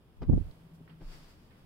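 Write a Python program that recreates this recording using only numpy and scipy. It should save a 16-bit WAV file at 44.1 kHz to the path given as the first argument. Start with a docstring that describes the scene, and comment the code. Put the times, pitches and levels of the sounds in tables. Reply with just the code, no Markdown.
"""A cloth flapped down and smoothed

A cloth snaps softly in front of a phone in a quiet room, and its draught carries turbulent eddies
over the two microphone ports. The cloth settles, hands pat it and a palm smooths it flat, its
threads catching and slipping. A faint low drone swells and fades behind the room noise."""
import sys
import numpy as np
from scipy import signal
from scipy.fft import rfft, irfft
from scipy.io import wavfile
from scipy.ndimage import uniform_filter1d, map_coordinates

SR = 44100
rng = np.random.default_rng(int(sys.argv[2]) if len(sys.argv) > 2 else 0)


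def pcm_store(signal):
    """Save signal as 16-bit PCM."""
    levels = np.round(np.clip(np.atleast_2d(signal), -1, 1) * 32767)
    wavfile.write(sys.argv[1], SR, levels.astype(np.int16).T)


N = 72765
T = np.arange(N) / SR

# Pressure of the draught at each port. Each row: time in seconds, level in dB.
DRAUGHT_LEFT = [(.17, -56.5), (.21, -39.5), (.26, -36.5), (.30, -28.5), (.318, -24.5), (.335, -12.5),
                (.35, -25), (.38, -29.5), (.40, -40.5), (.45, -41), (.53, -58)]
DRAUGHT_RIGHT = [(.17, -57.5), (.22, -39.5), (.268, -42), (.282, -32.5), (.291, -16.5), (.298, -12),
                 (.308, -21), (.345, -22.5), (.366, -23.5), (.378, -18), (.392, -31), (.412, -25.5),
                 (.44, -41), (.49, -38.5), (.515, -48.5)]
# Source spectra. Each row: frequency in Hz, relative spectral density in dB.
EDDY_SPECTRUM = [(20, -2), (50, 2.5), (110, 6), (200, -2), (330, -6), (500, -18.5), (800, -32), (1500, -50),
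                 (2500, -70.5), (6000, -105)]  # at full air speed
SNAP_SPECTRUM = [(40, -5), (170, 3.5), (280, 1.5), (500, -9.5), (900, -18.5), (1600, -27.5), (3600, -41.5),
                 (4300, -42), (5200, -40.5), (6000, -52), (15000, -69.5)]
PAT_SPECTRUM = [(40, 9), (100, 5), (250, 2), (430, -8.5), (700, -12), (1200, -21), (2200, -27), (5000, -21)]
WAFT_SPECTRUM = [(12, -4), (24, 15.5), (45, -6.5), (80, -20), (200, -52), (1000, -90)]
PALM_SPECTRUM = [(200, 8.5), (600, 5.5), (1200, 4.5), (2400, 0), (4100, -3), (4750, 2.5), (5400, -2),
                 (6200, -9), (7500, -9), (11000, -14), (15500, -14)]
BRUSH_SPECTRUM = [(150, -2), (700, 2.5), (1900, 1.5), (3100, -8.5), (4200, -10.5), (5100, -14), (6200, -38),
                  (15000, -30)]
SETTLE_SPECTRUM = [(200, 9.5), (600, 10.5), (1200, -1), (2200, -4.5), (3400, -8), (4200, -9), (5000, -12),
                   (6200, -17), (9000, -14), (15500, -18.5)]
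GLIDE_SPECTRUM = [(3000, -17), (5000, 1), (6200, -1), (8500, -2), (12000, -4), (15500, 0)]
ROOM_SPECTRUM = [(20, -1), (60, 0), (130, 0), (300, -6.5), (450, -12), (700, -19), (1100, -20.5),
                 (2000, -30), (3300, -29), (4200, -38), (5000, -34), (6200, -44), (10000, -39.5),
                 (15500, -39.5)]
# Pats of the hands. Each row: start, attack and decay in seconds, level in dB, upper band edge in Hz.
PATS = [(0.807, 0.00098, 0.0071, -45, 600), (1.001, 0.016, 0.016, -44, 2470)]
# Gentle movements. Each row: start, attack and decay in seconds, level in dB.
WAFTS = [(0.999, 0.075, 0.064, -42), (1.231, .05, 0.12, -68), (1.58, .04, 0.066, -63)]  # air pushed by the hands
BRUSHES = [(.872, 0.031, 0.03, -64.5), (1.488, 0.029, 0.093, -69.5)]  # cloth on cloth
SETTLES = [(.24, 0.15, 0.25, -63)]  # cloth coming to rest
GLIDES = [(.42, 0.098, 0.052, -81), (.73, .022, .015, -73.5)]  # cloth on the surface
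# Sound of the sliding palm. Each row: time in seconds, level in dB.
PALM_LEVEL = [(.98, -85.5), (1.04, -68.5), (1.09, -63.5), (1.125, -58.5), (1.17, -61.5), (1.21, -64),
              (1.265, -66), (1.305, -64), (1.36, -73.5), (1.46, -74), (1.53, -84), (1.6, -75), (1.65, -84)]
# Folds catching. Each row: start in seconds, centre and bandwidth in Hz, decay in seconds, level in dB.
TICKS = [(0.2317, 3350, 1005, 0.0022, -59), (0.512, 4180, 1100, 0.00077, -56),
         (0.8767, 1620, 920, 0.0052, -58.5), (0.8966, 3030, 600, 0.006, -63)]
# Distant drone. Each row: time in seconds, frequency in Hz, level in dB.
DRONE = [(0, 166.5, -66), (.2, 165, -85), (.55, 164.4, -62), (.68, 165.3, -61), (0.819, 161, -56),
         (1.0, 161.5, -56), (1.118, 159, -64.5), (1.22, 155.1, -61.5), (1.359, 156, -79), (1.65, 160, -83)]
# Room noise. Each row: time in seconds, level in dB.
ROOM_LEVEL = [(0, -62), (.2, -61), (.5, -59.5), (1.3, -59.5), (1.65, -58.5)]
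# Difference signal of the ports, weak in the bass. Each row: frequency in Hz, side gain in dB.
PORT_SIDE = [(60, -5.5), (110, -13.5), (200, -16), (380, -9.5), (700, -2), (1300, -1.5), (2400, 1.5),
             (15000, 0)]
# Tonal balance of the ports. Each row: frequency in Hz, left minus right in dB.
PORT_BALANCE = [(200, 1.5), (700, -.5), (2400, -1.5), (4400, -3.5), (8000, 4), (15000, -1.5)]


def draught(levels, eddy_rate, full_speed_db=-14, split_hz=202):
    """Convected turbulence: faster air sweeps eddies over a port sooner, so it is louder and brighter."""
    pressure = curve(levels)
    speed = eddy_rate * (pressure / undb(full_speed_db)) ** .3
    eddies = colour(rng.standard_normal(N), EDDY_SPECTRUM)
    big = shape(eddies, [(split_hz / 2, 0), (split_hz, -6), (split_hz * 2, -40)])
    small = eddies - big
    field = even(big, span_s=.035) * np.std(big) + even(small, span_s=.014) * np.std(small)
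    return pressure * map_coordinates(field, [np.cumsum(speed)], mode="mirror")


def snap():
    """Sudden tension: folds pull taut in a flurry of impulses that merge into one soft snap."""
    folds = even(colour(slips(per_s=2500), SNAP_SPECTRUM), span_s=.013)
    envelope = swell(start=.2123, attack=.0082, decay=.0085, db=-38.5, hold=.017)
    return stereo(folds, pan_db=1, side_db=-4.5) * envelope


def pats(push_s=.0029, push_db=3.5):
    """Soft impact: each pat gives one pressure pulse with a dull scuffle around it."""
    out = 0
    for start, attack, decay, db, top_hz in PATS:
        scuffle = even(band(colour(noise_pair(), PAT_SPECTRUM), 20, top_hz), span_s=.018)
        push = np.sin(np.pi * np.clip((T - start - attack) / push_s + .5, 0, 1)) ** 2
        out += stereo(scuffle, side_db=-5.5) * swell(start, attack, decay, db)
        out += undb(db + push_db) * push
    return out


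def wafts():
    """Displacement: moving hands push air in slow, very low pressure swells."""
    air = even(colour(noise_pair(), WAFT_SPECTRUM), span_s=.16)
    return stereo(air, side_db=-5) * swells(WAFTS)


def rubbing():
    """Stick-slip friction: threads catch and let go so often that their impulses merge into a hiss."""
    def threads(spectrum):
        return colour(slips(per_s=9000), spectrum)

    palm = stereo(threads(PALM_SPECTRUM), pan_db=2.5) * curve(PALM_LEVEL)
    brush = stereo(threads(BRUSH_SPECTRUM), pan_db=-1.5) * swells(BRUSHES)
    settle = stereo(threads(SETTLE_SPECTRUM), pan_db=-1.2) * swells(SETTLES)
    glide = stereo(threads(GLIDE_SPECTRUM)) * swells(GLIDES)
    return palm + brush + settle + glide


def ticks(attack_s=.00057):
    """Transient release: a fold that catches and lets go radiates a brief band of noise."""
    out = 0
    for start, hz, width, decay, db in TICKS:
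        burst = even(band(noise_pair(), hz - width / 2, hz + width / 2), span_s=2 / width)
        out += stereo(burst, side_db=-2.5) * swell(start, attack_s, decay, db)
    return out


def reverberation(direct, t60_s=.75, delay_s=.005):
    """Diffuse reflection: the room returns sound in a dense tail that decays exponentially."""
    tail = noise_pair() * np.exp(-np.log(1000) * T / t60_s) * (T > delay_s)
    tail /= np.sqrt(np.sum(tail ** 2) / 2)
    return signal.fftconvolve(direct, tail, axes=1)[:, :N]


def drone(pitch_wander=.015, waver_db=4, pan_db=1.1):
    """Random modulation: a far-off tone wavers in frequency and amplitude."""
    def drift():
        return colour(rng.standard_normal(N), [(2, 0), (12, 0), (40, -30), (200, -120)])

    times, hz, db = np.array(DRONE).T
    pitch = np.interp(T, times, hz) * (1 + pitch_wander * drift())
    level = undb(np.interp(T, times, db) + waver_db * drift())
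    tone = np.sqrt(2) * np.sin(2 * np.pi * np.cumsum(pitch) / SR)
    return tone * level * undb([[pan_db / 2], [-pan_db / 2]])


def room_noise():
    """Ambient noise: a soft broadband floor, strongest in the bass."""
    return curve(ROOM_LEVEL) * stereo(colour(noise_pair(), ROOM_SPECTRUM))


def stereo(pair, pan_db=0, side_db=0):
    """Mid-side mixing: the left port takes the sum of two streams, the right their difference."""
    mid, side = pair[0], shape(pair[1], PORT_SIDE) * undb(side_db)
    half_balance = np.array(PORT_BALANCE) * [1, .5]
    left = shape(mid + side, half_balance) * undb(pan_db / 2)
    right = shape(mid - side, half_balance * [1, -1]) * undb(-pan_db / 2)
    return np.array([left, right])


def slips(per_s, scatter_db=2):
    """Shot noise: two independent streams of impulses of random sign and size."""
    hits = rng.random((2, N)) < per_s / SR
    return hits * np.sign(noise_pair()) * undb(scatter_db * noise_pair())


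def noise_pair():
    """Two independent streams of white noise."""
    return rng.standard_normal((2, N))


def undb(db):
    """Decibels to amplitude ratio."""
    return 10 ** (np.asarray(db) / 20)


def curve(rows):
    """Envelope through (seconds, dB) rows, silent outside them."""
    times, db = np.array(rows).T
    return undb(np.interp(T, times, db, left=-np.inf, right=-np.inf))


def swell(start, attack, decay, db, hold=0):
    """Envelope with linear attack, hold and exponential decay."""
    age = T - start
    return undb(db) * np.clip(age / attack, 0, 1) * np.exp(-np.maximum(age - attack - hold, 0) / decay)


def swells(rows):
    """Superposition of one swell per row."""
    return sum(swell(*row) for row in rows)


def even(x, span_s):
    """Steady x by dividing it by its running rms."""
    power = uniform_filter1d(np.abs(signal.hilbert(x)) ** 2 / 2, max(int(span_s * SR), 2))
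    return x / np.sqrt(power + 1e-12)


def shape(x, points):
    """Filter x by a gain curve of (Hz, dB) points."""
    hz, db = np.array(points, float).T
    bins_hz = np.maximum(np.fft.rfftfreq(N, 1 / SR), 1)
    return irfft(rfft(x) * undb(np.interp(np.log(bins_hz), np.log(hz), db)), N)


def colour(x, points):
    """Filter x by (Hz, dB) points, rolled off below the first, and scale it to unit rms."""
    hz, db = points[0]
    shaped = shape(x, [(hz / 4, db - 20), *points])
    return shaped / np.sqrt(np.mean(shaped ** 2))


def band(x, low_hz, high_hz):
    """Band-pass filter."""
    return signal.sosfilt(signal.butter(3, [low_hz, high_hz], "band", fs=SR, output="sos"), x)


def scene(echo_db=-11):
    """Superposition: cloth and hands excite the room, while the draught acts on the ports alone."""
    direct = snap() + wafts() + pats() + rubbing() + ticks()
    echo = undb(echo_db) * reverberation(direct)
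    wind = np.array([draught(DRAUGHT_LEFT, eddy_rate=1), draught(DRAUGHT_RIGHT, eddy_rate=1.02)])
    return direct + echo + wind + drone() + room_noise()


def record(dry, cutoff_hz=15750):
    """Band limiting: the phone cuts the highest treble with a steep low-pass filter."""
    return signal.sosfilt(signal.ellip(10, .2, 70, cutoff_hz, fs=SR, output="sos"), dry)


dry = scene()
out = record(dry)
pcm_store(out)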